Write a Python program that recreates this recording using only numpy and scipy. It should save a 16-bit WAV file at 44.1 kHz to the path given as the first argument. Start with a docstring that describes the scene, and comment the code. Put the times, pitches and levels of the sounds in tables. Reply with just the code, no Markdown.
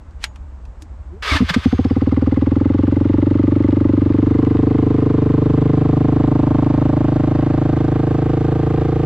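"""Outdoors in the snow, a single-cylinder quad bike is started, heard from the rider's chest.
Switches click, then the starter's gear teeth hammer their casing and its gears whine in gliding tones.
The engine catches and speeds up to a fast idle: each firing rings exhaust and airbox resonances,
while shaped noise makes the gas rush, piston slap and valve clatter.
The rider then walks from the handlebars round to the back, where the exhaust barks more."""
import sys
import numpy as np
from scipy import signal
from scipy.fft import rfft, irfft, next_fast_len
from scipy.io import wavfile
from scipy.ndimage import uniform_filter1d, map_coordinates

SR = 44100
rng = np.random.default_rng(int(sys.argv[2]) if len(sys.argv) > 2 else 0)


def dump(signal):
    """Clip the signal to [-1, 1] and save it as 16-bit WAV at the path in sys.argv[1]."""
    limited = np.clip(np.atleast_2d(signal).T, -1, 1)
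    pcm = np.round(limited * 32767).astype(np.int16)
    wavfile.write(sys.argv[1], SR, pcm)


N = 399105
T = np.arange(N) / SR

# engine speed: (time [s], rate [firings/s])
ENGINE_SPEED = [(1.725, 15.581), (2.15, 20.161), (2.35, 19.95), (2.67, 22.266), (3.63, 24.263),
                (4.19, 23.795), (4.35, 25.302), (4.55, 24.639), (4.71, 25.582), (5.35, 25.117),
                (6.23, 26.035), (6.55, 25.825), (6.95, 26.399), (7.15, 25.889), (7.39, 26.496),
                (7.95, 26.306), (9.05, 27.682)]
RUN_FROM_S = ENGINE_SPEED[0][0]
# the first, uneven firings: (time [s], level relative to a regular firing [dB])
FIRST_FIRINGS = [(1.402, 0), (1.4178, -0.5), (1.560, 1), (1.655, 3.5)]


def from_db(db):
    """Turns decibels into an amplitude factor."""
    return 10 ** (np.asarray(db) / 20)


def rms_one(x):
    """Scales a signal to an rms of 1."""
    return x / np.sqrt(np.mean(x ** 2) + 1e-20)


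def at(rows, times):
    """Reads the columns of a curve at the given times."""
    s, *columns = np.transpose(rows)
    return [np.interp(times, s, column) for column in columns]


def add(out, start_s, sound):
    """Mixes a short sound in."""
    i = int(np.clip(round(start_s * SR), 0, N))
    out[i:i + len(sound)] += sound[:N - i]


def ring_bank(force, modes, second_width):
    """Rings a row of modes, each through two resonators in series; rms 1."""
    total = 0
    for hz, width, db in modes:
        once = resonate(force, hz, width)
        total = total + from_db(db) * resonate(once, hz, second_width(hz, width))
    return rms_one(total)


def coloured(x, spectrum):
    """Gives a signal a smooth spectrum, rolled off below its lowest point; rms 1."""
    size = next_fast_len(N)
    hz, db = np.transpose(spectrum)
    log_f = np.log(np.fft.rfftfreq(size, 1 / SR) + 1)
    skirt = np.minimum(np.exp(2 * (log_f - np.log(hz[0]))), 1)
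    curve = from_db(np.interp(log_f, np.log(hz), db))
    return rms_one(irfft(rfft(x, size) * skirt * curve, size)[:N])


def noise(spectrum, side_db):
    """Stereo noise, mostly common to both ears."""
    mid, side = (coloured(rng.standard_normal(N), spectrum) for _ in range(2))
    return mid + from_db(side_db) * side * np.array([[1], [-1]])


def resonate(x, hz, width_hz):
    """A band resonance with gain 1 on top."""
    r = np.exp(-np.pi * width_hz / SR)
    feed = np.array([1, 0, -1]) * (1 - r * r) / 2
    return signal.lfilter(feed, [1, -2 * r * np.cos(2 * np.pi * hz / SR), r * r], x)


def swell(ms, hz, swell_ms, steepness=1.43):
    """An air column that builds up to height 1 and rings out."""
    u = np.maximum(ms, 0) / swell_ms
    return -(u * np.exp(1 - u)) ** steepness * np.cos(2 * np.pi * hz * ms / 1000)


def strokes(times, lag_s, width_s, uneven_db):
    """A soft burst at a fixed lag from every firing, with uneven levels."""
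    out, t = np.zeros(N), T[:SR // 20] - 1 / 40
    for s, chance in zip(times, rng.standard_normal(len(times))):
        burst = np.exp(-.5 * (t / width_s) ** 2)
        add(out, s + lag_s + t[0], from_db(uneven_db * chance) * burst)
    return out


def walked_m(times):
    """How far the rider has come from the handlebars, at a steady pace."""
    from_s, m_per_s = 3.945, 0.75
    return m_per_s * np.maximum(times - from_s, 0)


def behind(times, within_m):
    """0 at the handlebars, nearing 1 once the rider has walked past the given distance."""
    return 1 - np.exp(-walked_m(times) / within_m)


def open_air():
    """The low rumble of the open air, as steady shaped noise."""
    # spectrum of the rumble: (frequency [Hz], relative density [dB/Hz])
    rumble = [(12, -31.5), (20, 1.5), (49, 1.5), (74, 6.5), (94, -8), (118, -14), (189, -18.5),
              (235, -19.5), (398, -28), (1020, -28.5), (3180, -49.5), (5240, -54), (7930, -52.5),
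              (8860, -63.5), (15000, -81)]
    return from_db(-33) * noise(rumble, side_db=-42.0)


def switches(snap_s=0.0033, slide_s=0.012, slide_db=-19, ring_db=-35):
    """A detent slides, snaps home and leaves the handlebar ringing; later a hand bumps the bar."""
    # key and switches: (time [s], relative level [dB], brightest frequency [Hz])
    clicks = [(.109, -52, 4000), (0.2405, -5.5, 1970), (0.359, -32, 1050), (0.653, -42.5, 2660),
              (.8215, -31, 5260)]
    # handlebar and switch housing: (frequency [Hz], relative level [dB], 60 dB decay time [s])
    housing = [(605, -5, 0.39), (864, 3, 0.27), (1650, 15, 0.045), (2020, -5, .1), (3360, -1, .08),
               (3980, -9, .08), (4660, -2, .05), (6760, 0, 0.2), (9981, -8, .044)]
    # a hand bumps the handlebar: (time [s], level [dB], frequency [Hz], swell [ms])
    bump = (.82, -37, 307, 9)
    out, lead = np.zeros(N), SR // 20
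    t = T[:SR // 3] - T[lead]
    after = np.maximum(t, 0)
    band = signal.butter(2, [550, 9000], "band", fs=SR, output="sos")
    for s, db, hz in clicks:
        slide = from_db(slide_db) * np.exp(-abs(t - .003) / slide_s)
        force = (t >= 0) * np.exp(-after / snap_s) + slide
        snap = resonate(force * rng.standard_normal(len(t)), hz, hz * 0.92)
        snap = signal.sosfilt(band, snap)
        ring = 0
        for f, level, t60 in housing:
            fade_db = level + ring_db - 60 * after / t60
            ring = ring + from_db(fade_db) * np.sin(2 * np.pi * f * after)
        add(out, s - T[lead], from_db(db) * (4.44 * snap / np.linalg.norm(snap) + 0.53 * ring))
    s, db, hz, swell_ms = bump
    add(out, s, from_db(db) * swell(T[:SR // 10] * 1000, hz, swell_ms))
    return out


def tone(rows, overtone_db, rough):
    """A gliding gear tone with its octave, its level fluttering."""
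    hz, db = at(rows, T)
    phase = 2 * np.pi * np.cumsum(hz) / SR
    flutter = 1 + rough * rms_one(uniform_filter1d(rng.standard_normal(N), SR // 200))
    sounding = (T > rows[0][0]) * (T < rows[-1][0])
    wave = np.sin(phase) + from_db(overtone_db) * np.sin(2 * phase)
    return sounding * from_db(db) * flutter * wave


def starter_effort(attack_s=0.0023):
    """How hard the gears grind: bite, growing load, relief, then a long coast."""
    bite_s, bite_db = 1.2226, -26.5
    load_db, load_s = 8.5, 0.082  # grinds louder against compression
    relief_s, relief_fade_s = 1.3695, 0.017  # relieved shortly before the first firing
    coast_from_s, coast_db, coast_db_per_s = 1.507, -31.5, 39
    load = np.clip((T - bite_s) / load_s, 0, 1)
    grip = np.clip((T - bite_s) / attack_s, 0, 1)
    grip = grip * np.exp(-np.maximum(T - relief_s, 0) / relief_fade_s)
    free = np.clip((T - relief_s) / (coast_from_s - relief_s), 0, 1)
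    coast = from_db(coast_db - coast_db_per_s * np.maximum(T - coast_from_s, 0))
    return grip * from_db(bite_db + load_db * load) + free * coast


def starter(teeth_per_s=9000):
    """Gear teeth hammer the casing at random while the piston gulps air and the gears whine."""
    # the starter clutch grabs again: (time [s], level [dB], width [s])
    grabs = [(1.5, -16, 0.0067), (1.5454, -17.5, 0.0046), (1.645, -34.5, 0.0078), (1.847, -35.5, 0.0026)]
    # spectrum of the grinding: (frequency [Hz], relative density [dB/Hz])
    grind = [(240, -48), (400, -9.5), (673, -10.5), (784, -14), (846, -11), (1260, -1.5), (1420, -13),
             (1560, -4.5), (3300, -9.5), (4280, -13), (4690, -12.5), (4980, -16), (8250, -31.5),
             (15400, -57)]
    # resonances of the casing: (frequency [Hz], width [Hz], relative level [dB])
    casing_modes = [(1240, 43, 6.5), (1540, 120, -0.5), (2120, 96, -3), (3050, 38, -7), (3250, 56, -7),
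                    (3500, 210, -5.5), (5050, 16, -2.5), (6100, 32, -27.5), (8100, 110, -23.5)]
    # air gulps: (time [s], relative level [dB], frequency [Hz], swell [ms])
    gulps = [(1.314, -14, 70, 9), (1.317, -22, 280, 6), (1.343, -16, 80, 9), (1.351, -21, 285, 8),
             (1.502, -20, 170, 7)]
    # the motor winds up before it bites: (time [s], frequency [Hz], level [dB])
    wind_up = [(1.1, 159.5, -62), (1.135, 176, -39), (1.18, 228, -49), (1.205, 245, -66)]
    # gear mesh, dragged down by compression: (time [s], frequency [Hz], level [dB])
    mesh = [(1.22, 1150, -55), (1.28, 1180, -57), (1.315, 1133, -27), (1.345, 973, -43), (1.375, 883, -30),
            (1.40, 810, -73)]
    # the released starter whistles as it spins free: (time [s], frequency [Hz], level [dB])
    whistle = [(1.56, 5100, -79), (1.6, 5530, -60), (1.68, 6200, -56), (1.75, 6400, -55), (1.83, 6380, -62),
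               (1.87, 6500, -80)]
    # the starter runs down: (time [s], frequency [Hz], level [dB])
    run_down = [(1.86, 5600, -88), (1.888, 5240, -49), (1.93, 4850, -57), (2.0, 4300, -75)]
    level = starter_effort()
    for s, db, width in grabs:
        level = level + from_db(db) * np.exp(-.5 * ((T - s) / width) ** 2)
    teeth = rms_one((rng.random(N) < teeth_per_s / SR) * rng.choice([-1, 1], N))
    casing = rms_one(sum(from_db(db) * resonate(teeth, hz, width) for hz, width, db in casing_modes))
    out = level * (from_db(-2.0) * coloured(teeth, grind) + from_db(-11) * casing)
    for s, db, hz, swell_ms in gulps:
        add(out, s, from_db(db + 5.0) * swell(T[:SR // 10] * 1000, hz, swell_ms))
    out += tone(wind_up, overtone_db=3.5, rough=0.12)
    out += tone(mesh, overtone_db=10.0, rough=0.23)
    out += tone(whistle, overtone_db=-34, rough=.25)
    return out + tone(run_down, overtone_db=-35, rough=.5)


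def firing_times():
    """The first uneven firings, then one each time the four-stroke cycle comes round."""
    t = T[T >= RUN_FROM_S]
    cycles = np.cumsum(at(ENGINE_SPEED, t)[0]) / SR
    regular = np.interp(np.arange(int(cycles[-1]) + 1), cycles, t)
    return np.r_[[s for s, db in FIRST_FIRINGS], regular]


def clatter_level():
    """The metal clatters most while still dry of oil, and a little more from behind; dB."""
    dry_db, oiled_s = 6, 0.15
    dryness = np.exp(-np.maximum(T - RUN_FROM_S, 0) / oiled_s)
    return -44.5 + dry_db * dryness + 3.5 * behind(T, within_m=2.9)


def piston_slap(times):
    """As the piston rocks over at the top of its stroke it slaps the cylinder wall."""
    # the slap's resonances: (frequency [Hz], width [Hz], relative level [dB])
    slap_modes = [(1175, 370, 3.5), (2032, 170, 0.5), (2830, 270, -12.5)]
    force = strokes(times, lag_s=-0.0042, width_s=0.004, uneven_db=0.0) * rng.standard_normal(N)
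    ring = ring_bank(force, slap_modes, lambda hz, width: width)
    # loudest over the engine
    return from_db(clatter_level()) * (1 - 0.61 * behind(T, within_m=0.57)) * ring


def puffs(times, modes, level_db, uneven_db, detune, sharper=0):
    """Each pulse rings the modes, and again after a round trip; no two burn quite alike."""
    # the pitch rises as the gas warms, dips slightly around the start of the walk,
    # then recovers a little: (time [s], share of the full pitch [ratio])
    pitch_share = [(1.4, .8), (1.66, .85), (1.9, 0.9), (3.3, 1.0), (5, 0.968), (9.05, 0.99)]
    level_rate = 25  # firings/s at which level_db holds
    chance = rng.standard_normal((len(times), 2, len(modes)))
    # a higher pitch runs the whole ring faster, lags included
    pace = (at(pitch_share, times)[0] + sharper)[:, None]
    ms = np.arange(SR // 14) * 1000 / SR * pace
    shape = 0
    for k, (hz, swell_ms, lag_ms, trip_ms, echo_db, db) in enumerate(modes):
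        pitch = hz * (1 + detune * chance[:, 0, k, None])
        ring = swell(ms - lag_ms, pitch, swell_ms)
        ring = ring + from_db(echo_db) * swell(ms - lag_ms - trip_ms, pitch, swell_ms)
        shape = shape + ring * from_db(db + uneven_db * chance[:, 1, k, None])
    power = np.mean(np.sum(shape ** 2, axis=1)) * level_rate / SR
    gains = from_db(level_db) / np.sqrt(power)
    gains[:len(FIRST_FIRINGS)] *= from_db([db for s, db in FIRST_FIRINGS])
    out = np.zeros(N)
    for s, gain, puff in zip(times, gains, shape):
        add(out, s, gain * puff)
    return out


def exhaust(times, dull_start_db=-9):
    """The silencer booms lower at the handlebars, higher from behind; pipe and airbox ring along."""
    # resonances, as at full pitch: (frequency [Hz], swell [ms], lag [ms], round trip [ms],
    # echo level [dB], relative level [dB])
    silencer_low = [(95.4, 10, 1.29, 10.5, -4, -5.5), (52, 3.6, 0.67, 7.0, -33.5, -22)]
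    silencer_high = [(138.6, 5.97, 0.57, 7, -9, 6), (64, 4.5, 0.19, 2.3, -20, 0.5)]
    honk = [(286.7, 2.58, 2.487, 6.51, -4, 1), (237, 5.66, 1.31, 8.7, -14, -11)]
    # the airbox under the tank, same columns
    airbox = [(535, 4.2, 1.0, 3.5, -5, -2), (874, 2.2, 1.35, 3.5, -1, -5.5)]
    # level of the honk: (time [s], level [dB])
    honk_level = [(1.75, -14.5), (2.2, -14.5), (3.8, -13), (4.6, -14.5), (5.7, -17), (6.3, -15),
                  (7.2, -16.5), (8.9, -20.5)]
    # pipe overtones; each beams its own way, so the walk crosses one loud or dead spot:
    # (frequency [Hz], swell [ms], lag [ms], round trip [ms], echo level [dB], level at the
    # handlebars [dB], level behind [dB], spot [m], spot width [m], spot boost [dB])
    overtones = [(162.6, 7.1, 1.3, 7, -2.5, -41.5, -33, 1.3, 0.41, 10.5),
                 (342, 4.3, 2.22, 6.19, -1.5, -30, -36.5, 4.4, 0.38, 4.5),
                 (432.4, 6.15, 1.984, 6.036, -2, -30, -21.5, 2.3, 0.74, -10),
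                 (595.3, 2.3, 1.26, 6.45, -1, -49, -35.5, 2.28, 1.1, 9),
                 (765.4, 2.13, 1.162, 6.55, 0, -47.5, -28, 1, 0.32, -7),
                 (919.5, 2.5, 1.088, 6.46, 1, -53, -40, 1.97, 0.47, 9.5),
                 (1046, 2.07, 1.26, 7.4, 0, -48.5, -38.5, 3.65, 0.55, -9),
                 (1212, 2.9, 1.3, 5.9, -4.5, -49, -47.5, 3.5, 1.3, 7),
                 (1580, 2.5, 1.3, 7.6, -5, -59.5, -51.5, 3.0, 1.2, 7.5)]
    # the silencer comes clear within the first step
    clear = behind(times, within_m=0.39)
    high_share = np.clip(0.14 + 0.51 * behind(times, within_m=1.0), .03, .97)
    boom_db = -17 + 0.5 * behind(times, within_m=1.8)
    # the first firings sound duller, with less low boom, airbox and pipe overtones
    dull_db = np.where(times < RUN_FROM_S, dull_start_db, 0)
    low_db = boom_db + dull_db / 2 + 10 * np.log10(1 - high_share)
    out = puffs(times, silencer_low, low_db, uneven_db=0.25, detune=0.0074)
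    high_db = boom_db + 10 * np.log10(high_share)
    out += puffs(times, silencer_high, high_db, uneven_db=0.53, detune=0.0024)
    # from well behind the bike the honk sounds a little higher
    rise = .04 * np.maximum(walked_m(times) - 2.07, 0)
    out += puffs(times, honk, at(honk_level, times)[0], uneven_db=0.4, detune=0.015, sharper=rise)
    # the airbox gulps harder while the engine pulls up to speed, and fades on the walk
    pull_db = 5.5 * np.exp(-np.maximum(times - RUN_FROM_S, 0) / 0.56)
    airbox_db = -33.5 + pull_db + dull_db - 20 * clear
    out += puffs(times, airbox, airbox_db, uneven_db=1.0, detune=.008)
    # the overtones' levels behind hold at mid-walk and fade with distance
    mid_walk_m, fade_db_per_m = 1.58, 1.0
    far_db = fade_db_per_m * (walked_m(times) - mid_walk_m)
    for *mode, front_db, rear_db, spot_m, width_m, spot_db in overtones:
        spot = np.exp(-((walked_m(times) - spot_m) / width_m) ** 2)
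        level_db = front_db + (rear_db - far_db - front_db) * clear + spot_db * spot
        out += puffs(times, [(*mode, 0)], level_db + dull_db, uneven_db=0.3, detune=0.002)
    return out


def engine_noise(times, rattles_per_s=1500):
    """Gas rushes out with each pulse; the piston knocks just before it, the valves tick in between."""
    # gas rush spectrum: (frequency [Hz], relative density [dB/Hz])
    rush_spectrum = [(60, -10), (130, -6), (330, -0.5), (520, 6), (900, -6.5), (1300, -9), (2000, -22.5),
                     (4000, -44)]
    # valve gear and piston slap spectrum: (frequency [Hz], relative density [dB/Hz])
    clatter_spectrum = [(500, -7.5), (1000, 7), (2100, -2.5), (2600, -2.5), (3300, -5.5), (4500, -11),
                        (5600, -18.5), (7600, -24), (9000, -40), (12000, -42), (16000, -52)]
    # cylinder and cases ring under the knock: (frequency [Hz], width [Hz], relative level [dB])
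    cylinder = [(1190, 92, -7), (1827, 170, 3), (2010, 39, -1.5), (2213, 13, -3), (3130, 17, -4),
                (3700, 28, -4.5), (4690, 17, -11)]
    rear = behind(T, within_m=0.31)
    running = np.clip((T - times[0]) / 0.66, 0, 1)
    gas = rms_one(0.095 + strokes(times, lag_s=0.0095, width_s=0.012, uneven_db=-0.8))
    knock = strokes(times, lag_s=0.0006, width_s=0.0046, uneven_db=1.0) * (1.05 - 0.72 * rear)
    blow = 0.95 * strokes(times, lag_s=0.0069, width_s=.005, uneven_db=1.5) * rear
    valves = 0.63 * strokes(times, lag_s=.0245, width_s=0.0015, uneven_db=5.5)
    metal = rms_one(1.0 + knock + blow + valves)
    rattle = metal * (rng.random(N) < rattles_per_s / SR) * rng.choice([-1, 1], N)
    ringing = ring_bank(rattle, cylinder, lambda hz, width: hz / 2)
    rush_db = -44 + 8 * behind(T, within_m=0.72)
    rush = from_db(rush_db) * gas * noise(rush_spectrum, side_db=-11.5)
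    clatter = from_db(-0.25) * metal * noise(clatter_spectrum, side_db=-22.5)
    clatter = clatter + from_db(-10.0) * ringing
    return running * (rush + from_db(clatter_level()) * clatter)


def clutch_ticks(times):
    """The freed starter clutch catches lightly on each firing, and the ticks die away."""
    # what the ticks ring with: (frequency [Hz], width [Hz], relative level [dB])
    clutch = [(2930, 87, 2), (4670, 63, -1), (5250, 60, -5.5)]
    from_s, start_db, fall_db_per_s = 1.6, -52, 16.5
    force = strokes(times, lag_s=-.002, width_s=.0015, uneven_db=4.0) * rng.standard_normal(N)
    ring = ring_bank(force, clutch, lambda hz, width: hz / 4)
    level_db = start_db - fall_db_per_s * np.maximum(T - from_s, 0)
    return (T > from_s) * from_db(level_db) * ring


def tailpipe(times):
    """The open pipe cracks and hisses with every pulse, growing as the rider walks behind."""
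    # front of the pulse leaving the pipe, as at full pitch: (frequency [Hz], swell [ms],
    # lag [ms], round trip [ms], echo level [dB], relative level [dB])
    pulse_front = [(680, 0.59, 0.44, 6.5, -18.5, 0)]
    # gas hissing out: (frequency [Hz], relative density [dB/Hz])
    hiss = [(3000, -15.5), (5500, -4), (7600, -2.5), (9000, -16.5), (14000, -43)]
    crack_db = -39.5 - 22 * (1 - behind(times, within_m=1.0))
    crack = puffs(times, pulse_front, crack_db, uneven_db=3.0, detune=0.011)
    gate = rms_one(.7 + strokes(times, lag_s=.006, width_s=.006, uneven_db=0.5))
    return crack + from_db(-60) * behind(T, within_m=1.3) * gate * noise(hiss, side_db=-16)


def scene(shade_per_m=0.081):
    """The bike close by, over the low rumble of the open air."""
    times = firing_times()
    # from behind the tailpipe is nearer, so each pulse comes up to 1.4 ms sooner
    times = times - .0014 * behind(times, within_m=.9)
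    bike = switches() + starter() + piston_slap(times) + exhaust(times)
    left, right = bike + engine_noise(times) + clutch_ticks(times) + tailpipe(times)
    # walking back puts the bike a little to the right: the left ear hears it later and slightly shaded
    lag_samples = 2.2 * behind(T, within_m=.9)
    left = map_coordinates(left, [np.arange(N) - lag_samples], order=3)
    shade = shade_per_m * walked_m(T) * resonate(left, 430, 800)
    return np.array([left - shade, right]) + open_air()


def record(dry, top=1.15, low_cut_hz=38, cutoff_hz=16200):
    """The deepest bass rolls off, peaks are slightly rounded, the top is cut."""
    heard = signal.sosfilt(signal.butter(2, low_cut_hz, "high", fs=SR, output="sos"), dry)
    rounded = top * np.tanh(heard / top)
    return signal.sosfilt(signal.cheby2(12, 70, cutoff_hz, fs=SR, output="sos"), rounded)


dry = scene()
out = record(dry)
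dump(out)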